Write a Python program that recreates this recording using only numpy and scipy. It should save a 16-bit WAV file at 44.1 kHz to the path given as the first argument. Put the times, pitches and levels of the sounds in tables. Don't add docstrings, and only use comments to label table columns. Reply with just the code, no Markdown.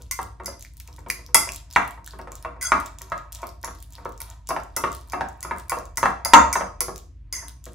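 import sys
import numpy as np
from scipy import signal
from scipy.fft import rfft, irfft
from scipy.io import wavfile
from scipy.ndimage import uniform_filter1d

SR = 44100
rng = np.random.default_rng(int(sys.argv[2]) if len(sys.argv) > 2 else 0)


def gain_from_db(level_db):
    decades = np.asarray(level_db, float) / 20
    return 10 ** decades


def materialize(psi):
    bounded = np.clip(np.atleast_2d(psi).T, -1, 1)
    quanta = np.round(bounded * 32767).astype(np.int16)
    wavfile.write(sys.argv[1], SR, quanta)


N = 341334

# mode_hz, level_db, t60_s
FORK_MODES = [(4948, -4.5, 0.04), (5170, -6.5, 0.016), (5900, -2.5, 0.026), (6500, -16, 0.025),
              (6500, 8.5, 0.0093), (7460, -9.5, 0.024), (8400, -2, 0.018), (8720, -5, 0.013),
              (10130, -8.5, 0.055), (10280, -8.5, 0.045), (11100, -1, 0.023), (13150, -5, 0.011),
              (12560, -14.5, 0.026), (12000, -8, 0.0057), (15400, -11, 0.021), (14160, -9.5, 0.0096)]
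# mode_hz, level_db, t60_s
RIM_MODES = [(1080, -10, 0.072), (1420, -14, 0.1), (2043, -1.5, 0.059), (2287, -10, 0.047),
             (2460, -16.5, 0.025)]
# mode_hz, level_db, t60_s
HANDLE_MODES = [(3335, -4, 0.2), (3330, -21, 0.9)]
# mode_hz, level_db, t60_s
BOWL_MODES = [(614, -5, 0.071), (700.7, -12, 0.13), (720, -7.5, 0.022), (929.8, -2, 0.062),
              (1032.5, 2, 0.028), (1108.4, -1, 0.058), (1253, -4.5, 0.079), (1372, -7.5, 0.056),
              (1520, -2.5, 0.022), (1644, -5, 0.04), (1905, 0.5, 0.02), (2104, -13.5, 0.062),
              (2292, -3.5, 0.027), (2680, -11, 0.075), (2913, -20, 0.024), (3426, -19.5, 0.02)]
# greatest_force_s, tines_in_pulp_db, bowl_on_stone_db
PUSHES = [(0.0, -45.5, -55), (0.519, -50, -51), (0.9, -61, -54.5), (1.192, -46.5, -54), (1.5, -53, -51),
          (1.85, -61.5, -39), (2.15, -56.5, -52.5), (2.459, -91, -48), (2.78, -49, -30), (3.17, -48, -40.5),
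          (3.43, -84, -43), (3.75, -52, -68), (4.01, -52, -47.5), (4.307, -48, -45.5), (4.571, -66, -63.5),
          (4.87, -37.5, -46), (5.22, -53, -38.5), (5.521, -58, -37), (5.8, -77.5, -43),
          (6.08, -67.5, -53.5), (6.409, -48.5, -23), (6.831, -63.5, -51), (7.45, -79, -48.5),
          (7.73, -71, -63)]


def evened(x):
    return x / np.sqrt(np.mean(x ** 2) + 1e-20)


def read(points, hz):
    f_hz, value = np.transpose(points)
    return np.interp(np.log(hz + 1), np.log(f_hz + 1), value)


def add(mix, start_s, sound):
    part = mix[round(start_s * SR):][:len(sound)]
    part += sound[:len(part)]


def ring(modes, chance, longer, tilt_db=0, spot_db=2.5, rise_s=0.00069, split=0.0035):
    hz, level_db, t60_s = np.array(modes, float).T[:, :, None]
    t = np.arange(12000) / SR
    decay_db = 60 * t / (t60_s * max(longer, 0.2))
    fade = gain_from_db(level_db + np.reshape(tilt_db, (-1, 1)) - decay_db) * (1 - np.exp(-t / rise_s))
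    x = 0
    for luck in chance[:3 * len(modes)].reshape(3, -1, 1):
        detuned_hz = hz * (1 + split * luck[::-1])
        x = x + (fade * gain_from_db(spot_db * luck) * np.sin(2 * np.pi * detuned_hz * t + 3 * luck)).sum(0)
    return x / abs(x).max()


def crack(noise, fade_samples):
    u = np.arange(len(noise) - 1) / fade_samples
    return np.diff(noise) * np.exp(-u) * (1 - np.exp(-6 * u))


def squeak(slips, hz, width_hz):
    turn = np.exp(2j * np.pi * np.cumsum(hz * np.ones(len(slips))) / SR)
    r = np.exp(-np.pi * width_hz / SR)
    return evened((turn * signal.lfilter([1 - r], [1, -r], slips / turn)).real)


def fridge():
    # band_hz, density_db
    air_spectrum = [(41, -18.5), (70, -3.5), (145, -16.5), (174, -32), (256, -30.5), (286, -25), (360, -43),
                    (664, -52), (744, -64), (1930, -49), (11400, -73.5), (16000, -86.5)]
    air_db, hum_db, hum_hz, sway_hz = -48, -44.5, 55, 4
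    shape = gain_from_db(read(air_spectrum, np.fft.rfftfreq(N, 1 / SR)))
    a, b = (evened(irfft(rfft(noise) * shape, N)) for noise in rng.standard_normal((2, N)))
    air = np.array([a + 0.1 * b, a - 0.19 * b]) * gain_from_db([[0.3], [-0.3]])
    sway = evened(uniform_filter1d(uniform_filter1d(rng.standard_normal(N), 4000), 4000))
    phase = 2 * np.pi * np.cumsum(hum_hz + sway_hz * sway) / SR
    hum = np.sqrt(2) * np.sin(phase) * (1 + 0.1 * sway[::-1])
    return gain_from_db(air_db) * air + gain_from_db(hum_db) * hum


def walls():
    # band_hz, t60_s
    decay = [(200, 0.45), (700, 0.37), (2000, 0.33), (5000, 0.39), (10000, 0.3), (16000, 0.2)]
    # delay_s, level_db
    echoes = [(.0021, -9), (.0046, -19.5), (.0075, -7.5), (.0118, -13.5), (.0163, -22.5), (.0224, -17.5)]
    # band_hz, likeness
    likeness = [(60, .98), (160, .95), (350, .7), (700, .1), (1200, .4), (2500, .5), (5000, .2),
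                (9000, .93)]
    # band_hz, level_db
    colour = [(300, 2.4), (2000, -1.9), (6000, -2), (12000, -3)]
    taps = np.zeros((2, SR // 2))
    at = np.arange(200, SR // 2 - 20, 20) + rng.integers(0, 20, (2, (SR // 2 - 201) // 20))
    np.put_along_axis(taps, at, rng.choice([-1., 1.], at.shape), 1)
    hz, t, z = signal.stft(taps, SR, nperseg=256)
    same = np.clip(read(likeness, hz), 0, 1)[:, None]
    z[1] = same * z[0] + np.sqrt(1 - same ** 2) * z[1]
    fade_db = read(colour, hz)[:, None] - 60 * t / read(decay, hz)[:, None]
    tail = signal.istft(z * gain_from_db(fade_db), SR, nperseg=256)[1]
    tail *= gain_from_db(-0.5) / np.linalg.norm(tail, axis=1)[:, None]
    for k, (delay_s, level_db) in enumerate(echoes):
        skew = np.array([k % 2, 1 - k % 2]) * (k + 1)
        tail[[0, 1], round(delay_s * SR) + skew] += gain_from_db(level_db) * (-1) ** k
    return tail


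def kitchen(x):
    turn = 2 * np.pi * 0.45 * np.arange(N) / SR
    shares = [np.sqrt(2 / 3) * abs(np.cos(turn + k * np.pi / 3)) for k in range(3)]
    return sum(signal.fftconvolve((x * share)[None], walls(), axes=1)[:, :N] for share in shares)


def ports(x):
    left_lag_samples = 0.88
    lag = np.exp(-2j * np.pi * np.fft.rfftfreq(N) * left_lag_samples)
    return np.array([irfft(rfft(x[0]) * lag, N), x[1]])


def pockets():
    # start_s, peak_db
    middling = [(0.0209, -28), (0.625, -24), (0.8754, -30.5), (0.9635, -35.5), (1.5202, -20),
                (1.5348, -21.5), (1.5465, -24), (1.7268, -25.5), (1.7361, -23.5), (2.045, -33),
                (2.076, -24), (2.3191, -23), (2.3542, -22), (2.8603, -21.5), (2.9861, -24.5), (3.018, -20),
                (3.3278, -23), (3.349, -18.5), (3.4191, -28.5), (3.9238, -29.5), (4.1775, -33),
                (4.301, -28.5), (4.4723, -24.5), (4.9185, -26), (4.9668, -32), (5.287, -30), (5.4067, -27),
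                (6.9793, -24.5), (7.641, -28.5), (7.6553, -24.5)]
    # start_s, peak_db, centre_hz
    other_pockets = [(0.2163, -26, 8600), (0.2296, -22, 7500), (0.7691, -30.5, 12000), (0.8002, -23.5, 11000),
                     (1.5606, -19.5, 7780), (1.8773, -24.5, 8000), (1.9088, -27.5, 11870), (2.0623, -23, 10480),
                     (2.1883, -33, 10550), (2.4258, -29.5, 8550), (2.801, -21, 8360), (3.3223, -22, 11260),
                     (3.469, -23.5, 11100), (3.8258, -26.5, 11000), (4.217, -18.5, 9500), (4.949, -21, 8290),
                     (5.5635, -36, 8400), (5.584, -26, 7100), (5.683, -36, 10530), (6.0855, -32.5, 7460),
                     (6.1044, -33, 7360), (7.4828, -22, 8150), (0.7362, -40.5, 7850), (1.8273, -35, 8850),
                     (3.803, -35.5, 6900), (4.0918, -36, 9100), (4.6352, -35.5, 7480), (5.0114, -36.5, 11800),
                     (5.0746, -41, 11130),
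                     (0.4463, -34.5, 5930), (0.609, -28, 5510), (0.6255, -42, 2140), (0.649, -33, 1900),
              (0.6656, -41, 1940), (0.804, -36, 2130), (0.8778, -39.5, 2140), (0.9283, -36, 4780),
              (1.1012, -10.5, 1910), (1.2635, -30.5, 4720), (1.4902, -18.5, 2190), (1.711, -28, 4490),
              (2.0753, -31, 1420), (2.1085, -30.5, 4070), (3.0998, -34, 5890), (3.1785, -33.5, 5870),
              (3.491, -30, 4450), (3.63, -25, 4650), (3.9531, -29, 4160), (4.0499, -31, 5140),
              (4.122, -34.5, 5980), (4.6009, -36, 4670), (5.0989, -29, 5190), (5.7871, -26, 5430),
              (5.8546, -32, 6030), (5.9964, -34.5, 5920), (6.678, -45, 4850), (6.9601, -24, 5440),
                     (0.595, -29.5, 9800), (0.6494, -33.5, 5980), (0.8194, -42, 6350), (0.9394, -42, 7270),
             (0.9704, -42, 6050), (0.9911, -38, 6700), (1.0054, -44.5, 6240), (2.2144, -37.5, 4540),
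             (2.8084, -30, 6660), (2.8644, -26.5, 6490), (3.3544, -27, 4930), (3.7094, -35, 5860),
             (3.7868, -40.5, 4410), (3.9055, -36, 11300), (3.9344, -30.5, 6240), (4.9287, -22.5, 6600),
             (5.0858, -39.5, 8160), (5.3283, -45.5, 7770), (5.5732, -36.5, 6990), (5.5977, -29.5, 7600),
             (7.4944, -34.5, 4980), (7.6854, -41, 6620), (7.7214, -39, 8160), (7.7334, -38.5, 9000),
             (.4354, -38, 6950), (.7774, -36, 11000), (1.086, -31, 7000), (1.093, -33.5, 6000),
             (1.7034, -35, 4970), (1.7414, -39, 3920), (1.753, -28, 3500), (1.8515, -36, 6000),
             (2.78, -35, 4186), (3.4754, -37.5, 11000), (3.6144, -41.5, 9000), (3.44, -39, 10500),
             (3.75, -36, 10000), (5.375, -50, 10900), (5.958, -37, 12000)]
    middling_hz = 6156
    return [(s, db, middling_hz) for s, db in middling] + other_pockets


def pop(hz, cycles):
    u = np.arange(200) / SR * min(hz, 16000)
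    return np.sin(2 * np.pi * u * (1 + 0.034 * u)) * u / cycles * np.exp(1 - u / cycles)


def pushing(levels_db):
    rise_db_per_s, fall_db_per_s = 125.5, 152.5
    late_s = np.arange(0, N + 64, 64) / SR - np.transpose(PUSHES)[0][:, None]
    slope_db = np.where(late_s < 0, rise_db_per_s, -fall_db_per_s) * late_s
    return np.repeat(gain_from_db(levels_db[:, None] + slope_db).sum(0), 64)[:N]


def stickiness():
    out, t = np.zeros(N), np.arange(-0.012, 0.1, 1 / SR)
    shape = np.where(t < 0, np.exp(t / 0.004), np.exp(-t / 0.035))
    for start_s, peak_db, hz in pockets():
        add(out, max(start_s + t[0], 0), gain_from_db(peak_db - 36.0) * (hz > 3000) * shape)
    return out


def drag():
    _, wet_db, slide_db = np.transpose(PUSHES)
    bubbles_per_s = 4000
    size = gain_from_db(5 * np.minimum(rng.exponential(1, N), 4)) * (rng.random(N) < bubbles_per_s / SR)
    kind = rng.integers(0, 12, N)
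    fizz = np.zeros(N)
    for k, hz in enumerate(np.geomspace(3000, 15500, 12)):
        fizz += signal.oaconvolve(size * (kind == k), pop(hz, 0.94))[:N]
    bowl = ring(BOWL_MODES, rng.standard_normal(50), 0.49)
    grit = signal.oaconvolve(rng.standard_normal(N), bowl)[:N]
    wet = evened(fizz) * (pushing(wet_db - 17.0) + stickiness())
    return wet + evened(grit) * pushing(slide_db - 8.5)


def pops():
    out, rows = np.zeros(N), pockets()
    for (start_s, peak_db, hz), c in zip(rows, rng.random((len(rows), 260))):
        snap = pop(hz, 0.65 + 0.94 * c[0])
        snap += 0.5 * pop(hz * (2.154 + 0.2 * c[1]), 2.2)
        snap += hz / 6000 * 2.3 * crack(c[59:], 45)
        add(out, start_s, gain_from_db(peak_db) * snap / abs(snap).max())
    return out


def thump(noise, centre_hz):
    t = np.arange(len(noise)) / SR
    band = signal.butter(1, [0.7 * centre_hz, 0.72 * centre_hz], "band", fs=SR)
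    x = signal.lfilter(*band, noise) * gain_from_db(-60 * t / 0.034)
    return x / abs(x).max()


def knocks():
    # start_s, peak_db, centre_hz, ring_factor, weight_db
    blows = [(0.19, -20, 1080, 0.9, 2.5), (0.399, -31.5, 815, 1.5, 1), (0.48, -25.5, 837, 0.14, 4.5),
             (1.345, -10, 1220, 0.89, -2), (1.761, -3, 1172, 0.54, -5.5), (2.273, -29, 840, 0.47, -1.5),
             (2.448, -21.5, 915, 1.25, -3), (2.719, -4, 1220, 0.82, 0.5), (3.119, -17.5, 924, 1.65, -7),
             (3.43, -25, 875, 0.73, -2.5), (3.677, -25, 1000, 0.44, 3), (4.055, -22, 662, 0.6, -5),
             (4.506, -15.5, 985, 1.16, 2), (4.564, -17.5, 826, 0.49, 0.5), (4.838, -13, 1220, 0.74, 1),
             (5.134, -18.5, 1010, 1.2, 0.5), (5.208, -14, 1090, 0.61, -3), (5.448, -23.5, 910, 0.79, -1.5),
             (5.51, -17, 1025, 0.88, -0.5), (5.719, -14.5, 970, 1.17, -3.5), (5.769, -23.5, 674, 1.05, -2),
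             (6.03, -3.5, 1140, 0.3, -8), (6.056, -7, 1080, 1.35, -8.5), (6.256, -19.5, 900, 0.52, -4.5),
             (6.335, 6, 1385, 1.42, 3), (6.555, -12, 950, 0.77, -2), (6.609, -16.5, 890, 1.26, -3.5),
             (6.883, -25.5, 530, 0.92, 3)]
    # start_s, peak_db, weight_db
    rocks = [(0.002, -55.5, 11), (0.885, -45, -1), (0.982, -42, 3.5), (1.063, -33.5, 4.5),
             (1.191, -47.5, 3.5), (1.287, -47, 2), (1.473, -30.5, -5.5), (1.975, -37.5, -6),
             (2.134, -39.5, 4), (2.191, -31, 1.5), (2.318, -38, -5.5), (2.563, -43.5, 2.5),
             (3.011, -38.5, -4.5), (3.638, -27, -1), (3.982, -37.5, 1), (4.213, -40, -6), (4.492, -25.5, 4),
             (4.768, -22.5, 1.5), (5.977, -25, 0), (6.808, -30, 6), (7.327, -42.5, -2), (7.37, -42.5, -12),
             (7.424, -40, -1.5), (7.665, -40, 8)]
    # start_s, peak_db, ring_factor
    stone_cracks = [
        (1.7606, -18, .12),
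        (2.719, -25, .2),
        (6.0264, -23, .15),
        (6.0521, -33, .15),
        (6.335, -0.5, .3),
    ]
    # mode_hz, level_db, t60_s
    slab_modes = [(71.3, -11.5, 0.38), (190, -7.5, 0.13), (272.4, -3, 0.063), (348.4, -6, 0.16),
                  (469.4, -4.5, 0.1)]
    # mode_hz, level_db, t60_s
    foot_modes = [(4450, -6.5, 0.015), (5440, -10, .012), (3500, -10, 0.037), (6240, -1, 0.025),
                  (7050, -9, 0.035), (7500, -4, 0.011), (9620, -2.5, 0.012)]
    rock_hz, rock_ring = 950, 1.82
    thud_db, thud_growth = -23, 0.67
    out, hz = np.zeros(N), np.transpose(BOWL_MODES)[0]
    blows = blows + [(s, db, rock_hz, rock_ring, weight_db) for s, db, weight_db in rocks]
    chances = rng.standard_normal((len(blows), 2100))
    for (start_s, peak_db, centre_hz, longer, weight_db), c in zip(blows, chances):
        tilt_db = -5 * np.log2(hz / centre_hz) ** 2
        tilt_db += weight_db * np.maximum(np.log2(centre_hz / hz), 0)
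        bowl = ring(BOWL_MODES, c, longer, tilt_db, spot_db=2.0, rise_s=0.00026, split=0.0076)
        dull = crack(np.cumsum(c[99:700]), 110)
        bowl[:600] += 0.16 * uniform_filter1d(dull, size=7)
        bowl[:2000] += 0.35 * thump(c[100:], centre_hz)
        slab = ring(slab_modes, c[50:], longer, spot_db=2.0, rise_s=0.00071, split=0.046)
        slab_db = weight_db + thud_db + (thud_growth - 1) * peak_db
        add(out, start_s, gain_from_db(peak_db) * (bowl + gain_from_db(slab_db) * slab))
    chances = rng.standard_normal((len(stone_cracks), 900))
    for (start_s, peak_db, longer), c in zip(stone_cracks, chances):
        add(out, start_s, gain_from_db(peak_db - 3.5) * ring(foot_modes, c, 2 * longer, split=0.02))
        add(out, start_s, gain_from_db(peak_db - 23.0) * crack(c[99:], 190))
    return out


def scrapes():
    # time_s, level_db, rim_squeak_hz
    strokes = [
        [(2.61, -10, 1670), (2.63, -24.5, 1537), (2.665, -19.5, 1400), (2.712, -42, 1330), (2.72, -39, 1306)],
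        [(6.25, -31, 1940), (6.256, -26, 1930), (6.326, -59, 1960), (6.33, -44.5, 1920)],
        [(6.53, -30.5, 1750), (6.542, -41, 1710), (6.58, -32, 1490), (6.592, -30, 1460), (6.66, -80, 1350)],
        [(7.33, -26.5, 2010), (7.334, -20.5, 2076), (7.4, -35, 1974), (7.45, -43.5, 1526), (7.5, -50, 1520)],
    ]
    handle_shares = [0.16, .1, .1, 0.022]
    tine_hz, handle_hz, rim_hz = 6330, HANDLE_MODES[0][0], RIM_MODES[2][0]
    out = np.zeros(N)
    for rows, handle_share in zip(strokes, handle_shares):
        s, level_db, squeak_hz = np.transpose(rows)
        t = np.arange(s[0], s[-1], 1 / SR)
        c = rng.standard_normal(80)
        slips = rng.standard_normal(len(t)) * rng.exponential(1, len(t))
        both = evened(signal.fftconvolve(slips, ring(FORK_MODES, c, 0.3, split=0.0042))[:len(t)])
        both += 0.6 * squeak(slips, tine_hz, 250)
        both += 0.44 * squeak(slips, np.interp(t, s, squeak_hz), 20)
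        both += handle_share * squeak(slips, handle_hz, 11)
        both += 0.27 * squeak(slips, rim_hz, 40)
        level = gain_from_db(np.interp(t, s, level_db) - 15.0)
        add(out, s[0], level * both * signal.windows.tukey(len(t), 0.3))
    return out


def squeals():
    # start_s, peak_db, pitch_hz, length_s
    catches = [
        (2.651, -17, 6330, .014),
        (2.668, -18.5, 6350, 0.0085),
        (2.684, -29, 7400, .014),
        (2.62, -29, 4900, 0.014),
        (2.622, -29.5, 7100, .012),
        (6.556, -26.5, 6450, .03),
        (6.258, -25.5, 6450, 0.022),
        (7.355, -39, 5900, 0.027),
    ]
    out = np.zeros(N)
    for start_s, peak_db, hz, length_s in catches:
        n = round(length_s * SR)
        drive = 1.5 * np.cos(2 * np.pi * hz * np.arange(n) / SR) + rng.standard_normal(n)
        add(out, start_s, gain_from_db(peak_db - 7.5) * np.hanning(n) * squeak(drive, hz, 300))
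    return out


def clinks():
    # start_s, peak_db, rim_re_peak_db, brightness_db, ring_factor
    strikes = [(0.1115, -9.5, -25.5, 0.5, 0.74), (0.4586, -19.5, -26.5, -17, 0.8),
               (1.1003, -14.5, -26, 6, 0.61), (1.3449, 7.5, -28, -3.5, 0.4), (2.6115, -24, -18, 2, 0.78),
               (2.6259, -16.5, -26, 17, 0.8), (3.6456, -20, -29, -10, 0.38),
               (4.2032, -23, -24.5, 5.5, 0.26), (4.4893, -19, -31, -5, 0.44), (4.7641, -11, -30, -13.5, 1),
               (5.1211, -26, -18, -16, 0.44), (5.4282, -20.5, -23, -12.5, 0.28),
               (5.6959, -13, -25.5, 3.5, 0.38), (5.9721, -11, -26, 0, 0.61),
               (6.2488, -10.5, -24.5, -4, 0.45), (6.5279, -11, -22, -17.5, 0.75),
               (6.8057, -7, -29.5, 8.5, 0.43), (7.3261, -17, -26, -11, 0.88)]
    handle_db, handle_growth = -44, 1.0
    out, hz = np.zeros(N), np.transpose(FORK_MODES)[0]
    chances = rng.standard_normal((len(strikes), 4100))
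    for (start_s, peak_db, low_db, bright_db, longer), c in zip(strikes, chances):
        tilt_db = (bright_db + 9.5) * 0.48 * np.log2(hz / 8000)
        steel = ring(FORK_MODES, c, 0.62 * longer, tilt_db, spot_db=1.2, split=0.009)
        steel[:800] += 0.27 * crack(c[99:900], 190 * longer)
        steel[:4000] += 0.035 * crack(c[99:], 900 * longer + 200)
        steel[:60] += 0.32 * crack(c[:61], 3.2)
        rim = gain_from_db(low_db + 10) * ring(RIM_MODES, c[60:], longer, rise_s=0.0026, split=0.0088)
        handle = gain_from_db(handle_db + handle_growth * peak_db) * ring(HANDLE_MODES, c[80:], 0.71, split=0)
        add(out, start_s, gain_from_db(peak_db) * (steel + rim + handle))
    return out


def scene():
    hard = clinks() + knocks() + scrapes()
    sung = squeals()
    wet = pops() + drag()
    direct = gain_from_db(2.0) * (hard + wet + sung)
    room = kitchen(hard + gain_from_db(-6.0) * wet + gain_from_db(-9.0) * sung)
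    return ports(direct + room) + fridge()


def band_limit(x):
    return signal.sosfilt(signal.butter(12, 16050, fs=SR, output="sos"), x)


def record(dry):
    x = signal.lfilter(*signal.butter(1, 16000, fs=SR), dry)
    x = signal.lfilter(*signal.butter(8, 15700, fs=SR), x)
    x = signal.lfilter(*signal.butter(2, 38, "high", fs=SR), x)
    return band_limit(np.clip(x, -1, 1))


dry = scene()
out = record(dry)
materialize(out)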